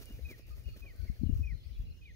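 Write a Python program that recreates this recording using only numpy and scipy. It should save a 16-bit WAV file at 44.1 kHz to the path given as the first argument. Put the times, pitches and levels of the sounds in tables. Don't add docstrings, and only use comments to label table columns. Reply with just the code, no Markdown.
import sys
import numpy as np
from scipy import signal
from scipy.fft import rfft, irfft, next_fast_len
from scipy.io import wavfile
from scipy.ndimage import uniform_filter1d, map_coordinates

SR = 44100
rng = np.random.default_rng(int(sys.argv[2]) if len(sys.argv) > 2 else 0)


def field_ratio(decibels):
    return 10 ** (np.asarray(decibels, dtype=float) / 20)


def wrap_up_sound(samples):
    columns = np.atleast_2d(samples).T
    tamed = np.clip(columns, -1, 1)
    steps = np.round(tamed * 32767).astype(np.int16)
    wavfile.write(sys.argv[1], SR, steps)


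N = 94815
T = np.arange(N) / SR

# centre_s, peak_db
WING_BEATS = [(0.013, -50.5), (0.107, -47.5), (0.194, -50), (0.286, -55.5), (0.315, -47), (0.395, -54),
              (0.486, -59), (0.581, -58.5), (0.689, -55.5), (0.766, -52), (0.854, -50.5), (0.955, -58),
              (1.054, -51), (1.167, -59.5)]
# frequency_hz, density_db
WING_SPECTRUM = [(100, -6), (220, 6), (400, 3), (650, -5.5), (900, -38.5), (2000, -7.5)]
# centre_s, rms_db, length_s
RUSTLES = [(0.023, -57, 0.022), (0.14, -67, 0.15), (0.28, -70, 0.019), (.312, -57, 0.027),
           (0.388, -62.5, 0.016), (0.498, -66, 0.049), (0.57, -68.5, 0.027), (0.601, -68.5, 0.036),
           (0.69, -71, 0.055), (0.773, -60, 0.015), (0.799, -65, 0.032), (1.053, -74.5, 0.35),
           (1.384, -70.5, 0.08), (1.81, -71.5, 0.062)]
# frequency_hz, density_db
QUILL_SPECTRUM = [(500, -32), (750, -11.5), (1500, -7.5), (3000, -7), (6500, -9), (7600, -19), (11000, -10),
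                  (15700, -6.5)]
# time_s, level_db
SHIVER_LEVEL = [
    (0.0, -67),
    (0.2, -73),
    (.4, -72.5),
    (.445, -81.5),
    (.49, -76),
    (1.1, -75),
    (2.15, -82.5),
]
# frequency_hz, density_db
MURMUR_SPECTRUM = [(120, -14), (250, 3.5), (500, 5), (800, -7), (1500, -68)]
# centre_s, peak_db
SNAPS = [
    (0.019, -55.5),
    (0.0574, -48),
    (0.126, -55),
    (0.3057, -63),
    (0.3815, -66),
    (0.468, -62),
    (0.596, -58),
    (0.6393, -61),
    (0.9633, -58),
]
# frequency_hz, density_db
SNAP_SPECTRUM = [(4000, -24), (9000, -7), (12000, -9), (15700, -13)]
# start_s, level_db, first_over_second_db
NEAR_CALLS = [
    (0.246, -56, -0.5),
    (0.818, -59, -1.5),
    (1.427, -56.5, -3.5),
    (2.012, -59, -4.5),
]
# start_s, length_s, level_db
LEVEL_NOTES = [
    (0.058, .085, -66),
    (0.638, .095, -66),
    (1.24, 0.085, -71),
    (1.848, 0.065, -71),
    (1.915, .05, -75),
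]
# start_s, length_s, start_hz, end_hz, level_db
FAR_NOTES = [(0.03, 0.06, 2450, 2324, -75), (0.502, 0.04, 2370, 2600, -72), (.502, 0.026, 4850, 5100, -71),
             (.653, 0.02, 2520, 2724, -68), (0.684, 0.022, 2560, 2500, -67), (0.955, 0.04, 1500, 1520, -78),
             (0.997, 0.06, 1540, 1560, -73), (1.058, 0.014, 2550, 2750, -70), (1.07, .025, 2400, 1850, -72),
             (1.135, 0.05, 4620, 4350, -75), (1.53, 0.034, 4240, 4150, -75), (.608, .014, 2350, 2550, -73),
             (.22, .055, 3900, 3950, -75), (1.972, .025, 2950, 2700, -75), (2.03, .028, 3150, 3050, -76),
             (1.685, .02, 2200, 1900, -74), (.835, .045, 1080, 1100, -77), (1.625, .035, 4300, 4550, -77),
             (1.172, .022, 3350, 2500, -75)]
# start_s, length_s, start_hz, end_hz, level_db
LOW_NOTES = [
    (.503, 0.047, 1212, 1287, -66),
    (.728, 0.031, 1280, 1280, -70),
]
# start_s, length_s, start_hz, end_hz, level_db
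CHIRPS = [(.958, .022, 4200, 4050, -77), (1.195, .02, 4550, 4400, -77), (1.222, .024, 4230, 4150, -74),
          (1.255, .028, 4200, 4000, -74), (1.372, .016, 2620, 2450, -74), (1.54, .022, 4150, 4100, -74),
          (1.572, .026, 4600, 3950, -74), (1.694, .016, 4250, 3800, -74), (1.708, .014, 3800, 4900, -75),
          (1.705, .022, 4850, 4900, -77), (1.72, .03, 3100, 3150, -75), (1.735, .014, 3600, 3900, -75),
          (1.743, .014, 4300, 5550, -74), (1.75, .025, 4300, 3900, -76), (1.847, .028, 3980, 4150, -75),
          (1.878, .018, 4050, 4100, -76), (1.9, .035, 4100, 4050, -76), (2.034, .016, 4350, 4050, -75),
          (2.05, .016, 3850, 3600, -75)]
# start_s, length_s, level_db
SWEEPS = [
    (.232, .028, -77),
    (1.57, .082, -75),
    (2.015, .08, -75),
]
# centre_s, level_db, length_s, pitch_hz
FLOCKS = [
    (0.951, -78.5, 0.13, 4500),
    (1.08, -76, 0.06, 1900),
    (1.4, -77.5, 0.19, 5500),
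    (1.46, -83, 0.12, 5000),
    (1.745, -75.5, 0.028, 3750),
    (2.003, -79.5, 0.21, 5100),
    (1.6, -76, .07, 4100),
    (1.68, -82, 0.043, 2700),
]
# centre_s, peak_db, width_s
LEFT_EDDIES = [(0.247, -31.5, 0.066), (.54, -37, 0.1), (0.602, -35, 0.023), (0.675, -28, 0.027),
               (0.83, -37.5, 0.051), (1.002, -27.5, 0.017), (1.038, -29, 0.026), (1.0999, -21.5, 0.017),
               (1.202, -28, 0.017), (1.244, -20, 0.0099), (1.3, -17, 0.011), (1.268, -26.5, 0.016),
               (1.334, -22.5, 0.012), (1.36, -26, 0.014), (1.386, -23, .012), (1.413, -20, 0.022),
               (1.459, -26.5, 0.043), (1.513, -28, 0.041), (1.552, -31, 0.012), (1.581, -40, 0.033),
               (1.668, -33.5, 0.03), (1.717, -32.5, 0.038), (1.801, -29, 0.066), (1.859, -37, 0.053),
               (1.909, -32, 0.012)]
# centre_s, peak_db, width_s
RIGHT_EDDIES = [(0.085, -53, 0.012), (0.143, -38, 0.034), (0.251, -39.5, 0.046), (0.327, -45.5, 0.018),
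                (0.655, -50, 0.025), (0.73, -35, 0.02), (0.789, -52.5, 0.015), (1.111, -41.5, 0.035),
                (1.144, -41, 0.015), (1.307, -29, 0.0087), (1.368, -26.5, 0.014), (1.434, -38.5, 0.027),
                (1.532, -30, 0.0091), (1.639, -49, 0.028), (1.768, -40, 0.031), (1.802, -27, 0.013),
                (1.919, -40, 0.055), (2.035, -51, 0.01)]
# centre_s, peak_db, pitch_hz, width_s
FLICKS = [
    (1.1001, -26.5, 150, 0.0062),
    (1.219, -31, 217, 0.013),
    (1.236, -16.5, 205.5, 0.0053),
    (1.264, -33.5, 218, 0.015),
    (1.297, -21, 228, 0.0076),
    (1.398, -36, 237, 0.011),
    (1.525, -38, 167, 0.0072),
    (1.796, -44, 180, 0.0071),
]
# frequency_hz, density_db
RUMBLE_SPECTRUM = [(18, -26), (40, -0.5), (60, -0.5), (110, -7.5), (170, -20.5), (300, -29.5), (550, -41.5),
                   (800, -58.5)]
# frequency_hz, density_db
LEAF_SPECTRUM = [(600, -36), (1100, -17), (2600, -0.5), (3500, -14), (4400, -1.5), (6800, -21), (7500, -21),
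                 (15700, -28)]

LEAD_S = 0.00014
ECHO_DB, FAR_ECHO_DB, ECHO_T60_S, TREES_S = -14, -5, 0.25, 0.045
FLUTTER_DB, FAR_FLUTTER_DB, WAVER_HZ = 1.5, 3.5, 45
EDGE_S = 0.005


def unit(x):
    return x / np.sqrt(np.mean(x ** 2) + 1e-20)


def noise():
    return rng.standard_normal((2, N))


def wobble(rate):
    return map_coordinates(rng.standard_normal(200), [T * rate])


def filtered(x, response):
    m = next_fast_len(N + 8192)
    return irfft(rfft(x, m) * response(np.fft.rfftfreq(m, 1 / SR)), m)[..., :N]


def coloured(x, spectrum):
    f, db = np.transpose(spectrum)
    return unit(filtered(x, lambda hz: field_ratio(np.interp(np.log(hz + 1), np.log(f), db, -120, -120))))


def placed(a, b, alike, lead_s):
    u = np.arccos(alike) / 2
    shared, differing = np.cos(u) * a, np.sin(u) * b
    pair = np.array([shared + differing, shared - differing])
    side = np.array([[1], [-1]])
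    return filtered(pair, lambda hz: np.exp(1j * np.pi * hz * lead_s * side))


def bumps(s, db, width):
    return field_ratio(db)[:, None] * np.exp(-0.5 * (2.426 * (T - s[:, None]) / width[:, None]) ** 2)


def wings():
    s, db = np.transpose(WING_BEATS)
    push = bumps(s, db - 6, np.full(len(s), 0.0046)).sum(0)
    puff = bumps(s, db - 11, np.full(len(s), 0.034)).sum(0)
    return placed(*((push + puff) * coloured(noise(), WING_SPECTRUM)), alike=1.0, lead_s=LEAD_S)


def quills():
    grains_per_s, grain_db = 660, -1
    hits = rng.random(N) < grains_per_s / SR
    ticks = hits * field_ratio(grain_db * rng.exponential(size=N)) * rng.standard_normal(N)
    raw = np.sqrt(0.5) * (noise() + unit(ticks) * [[1], [0]])
    swishes = bumps(*np.transpose(RUSTLES)).sum(0) * coloured(raw, QUILL_SPECTRUM)
    shiver = field_ratio(4.5 + 1.27 * wobble(12.65)) * coloured(noise(), QUILL_SPECTRUM)
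    murmur = field_ratio(4 + 2.24 * wobble(10.2)) * coloured(noise(), MURMUR_SPECTRUM)
    bed = (shiver + murmur) * field_ratio(np.interp(T, *np.transpose(SHIVER_LEVEL)))
    return placed(*swishes, alike=0.57, lead_s=LEAD_S) + placed(*bed, alike=0.39, lead_s=0.000176)


def snaps():
    s, db = np.transpose(SNAPS)
    size = bumps(s, db - 3.5, np.full(len(s), 0.0015)).sum(0)
    return placed(*(size * coloured(noise(), SNAP_SPECTRUM)), alike=0.23, lead_s=LEAD_S)


def whistle(hz, gain, flutter_db):
    phase = 2 * np.pi * np.cumsum(hz) / SR
    return np.sqrt(2) * gain * field_ratio(flutter_db * wobble(70)) * np.sin(phase)


def gate(u, length):
    return np.clip(np.minimum(u, length - u) / EDGE_S, 0, 1) ** 2


def echoed(x, wet_db, lead_s):
    t = T[:SR // 3]
    tail = noise()[:, :len(t)] * field_ratio(-60 * t / ECHO_T60_S) * (1 - np.exp(-(t / TREES_S) ** 2))
    wet = signal.fftconvolve(x[None], tail / np.linalg.norm(tail[0]), axes=1)[:, :N]
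    return placed(x, 0 * x, 0.71, lead_s) + field_ratio(wet_db) * wet


def near_bird():
    first_s, second_at_s, second_s = 0.029, 0.038, 0.074
    call_hz, droop_hz, fall_hz_per_s = 2532, 106, 12500
    hold_s, bend_s, swell_s = 0.01064, 0.018, 0.009
    out = 0
    for s, db, first_db in NEAR_CALLS:
        u, v = T - s, T - s - second_at_s
        swell = np.clip(v / swell_s, 0, 1)
        fade = field_ratio(3 - 10 * np.clip(v / second_s, 0, 1))
        release = np.sqrt(np.clip((second_s - v) / (3 * EDGE_S), 0, 1))
        second = gate(v, second_s) * swell * fade * release
        bridge = field_ratio(-15) * gate(u, second_at_s + EDGE_S)
        size = np.maximum(field_ratio(first_db) * gate(u, first_s) + second, bridge)
        slide = bend_s * np.logaddexp(0, np.clip(v - hold_s, -1, second_s) / bend_s * 2) / 2
        droop = droop_hz * np.clip(u / first_s, 0, 1) ** 2 * (u < first_s)
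        out = out + whistle(call_hz - droop - fall_hz_per_s * slide, field_ratio(db) * size, FLUTTER_DB)
    out = filtered(out, lambda hz: 1 + field_ratio(-11) * np.exp(-2j * np.pi * hz * 0.0048))
    return echoed(out, ECHO_DB, lead_s=0.00008)


def level_notes():
    out = 0
    for s, d, db in LEVEL_NOTES:
        u = T - s
        hz = 2850 + WAVER_HZ * wobble(60) + 130 * np.exp(-np.abs(u) / 0.025)
        arch = np.sin(np.pi * np.clip(u / d, 0, 1)) ** 0.32
        out = out + whistle(hz, field_ratio(db) * arch * gate(u, d), FAR_FLUTTER_DB)
    return out


def glides(rows):
    out = 0
    for s, d, start_hz, end_hz, db in rows:
        hz = start_hz + WAVER_HZ * wobble(60) + (end_hz - start_hz) * np.clip((T - s) / d, 0, 1)
        out = out + whistle(hz, field_ratio(db) * gate(T - s, d), FAR_FLUTTER_DB)
    return out


def far_birds():
    second = echoed(level_notes(), ECHO_DB, lead_s=0.00012)
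    left = echoed(glides(FAR_NOTES), FAR_ECHO_DB, lead_s=0.00007)
    right = echoed(glides([*LOW_NOTES, *CHIRPS]), ECHO_DB, lead_s=-0.00026) * field_ratio([[-1.5], [1.5]])
    return second + left + right


def sweeps():
    rows = [(s, d, 3980, 2780, db) for s, d, db in SWEEPS]
    return echoed(glides(rows), FAR_ECHO_DB, lead_s=0.00014)


def flocks():
    chirp_s = 0.01
    out = np.zeros(N)
    for s, db, length, hz in FLOCKS:
        when, pitch, bend, size = rng.standard_normal((4, 16, 1))
        start, stop = round((s - 0.2) * SR), round((s + 0.12) * SR)
        u = T[start:stop] - s - 0.52 * length * when
        turn = 2 * np.pi * hz * u * (1 + 0.05 * pitch + 0.025 * bend * u / chirp_s)
        chirps = field_ratio(db + 4.4 * size) * np.exp(-(2 * u / chirp_s) ** 2) * np.sin(turn)
        out[start:stop] += chirps.sum(0)
    return echoed(out, FAR_ECHO_DB, lead_s=0.00002)


def eddies(s, db, hz, width):
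    swing = np.sin(2 * np.pi * hz[:, None] * (T - s[:, None]))
    return -np.sum(bumps(s, db, 0.86 * width) * swing, 0)


def wind():
    wake_db, wake_lag_s, wake_s, calm_db = -16, 0.02, 0.031, -50.5
    ports = []
    for rows in (LEFT_EDDIES, RIGHT_EDDIES):
        s, db, width = np.transpose(rows)
        hz = 50.9 + 0.23 / width + 7.8 * rng.standard_normal(len(s))
        wakes = bumps(s + wake_lag_s, db + wake_db, width + wake_s)
        level = np.sqrt(np.sum(wakes ** 2, 0) + field_ratio(calm_db) ** 2)
        rumble = level * field_ratio(2.5 * wobble(14.42)) * coloured(noise()[0], RUMBLE_SPECTRUM)
        ports.append(eddies(s, db, hz, width) + rumble)
    return np.array(ports) + eddies(*np.transpose(FLICKS)) * [[1], [0]]


def trees():
    z = signal.stft(noise(), nperseg=512)[2]
    field = uniform_filter1d(rng.standard_normal(z.shape[1:]), 5, 0)
    patches = field_ratio(5.6 * unit(uniform_filter1d(field, 14, 1)))
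    hiss = coloured(signal.istft(z * patches, nperseg=512)[1][:, :N], LEAF_SPECTRUM)
    return field_ratio(-71.5) * placed(*hiss, alike=0.11, lead_s=LEAD_S)


def scene():
    fowl = wings() + quills() + snaps()
    birds = near_bird() + far_birds() + sweeps() + flocks()
    return fowl + birds + wind() + trees()


def roll_off(x):
    return signal.sosfilt(signal.butter(12, 16300, fs=SR, output="sos"), x)


def record(dry):
    low_cut_hz, clip_top, top_hz = 22, 0.31, 15780
    x = filtered(dry, lambda hz: hz ** 4 / (hz ** 4 + low_cut_hz ** 4))
    x = x / np.sqrt(1 + (x / clip_top) ** 2)
    return roll_off(filtered(x, lambda hz: hz < top_hz))


dry = scene()
out = record(dry)
wrap_up_sound(out)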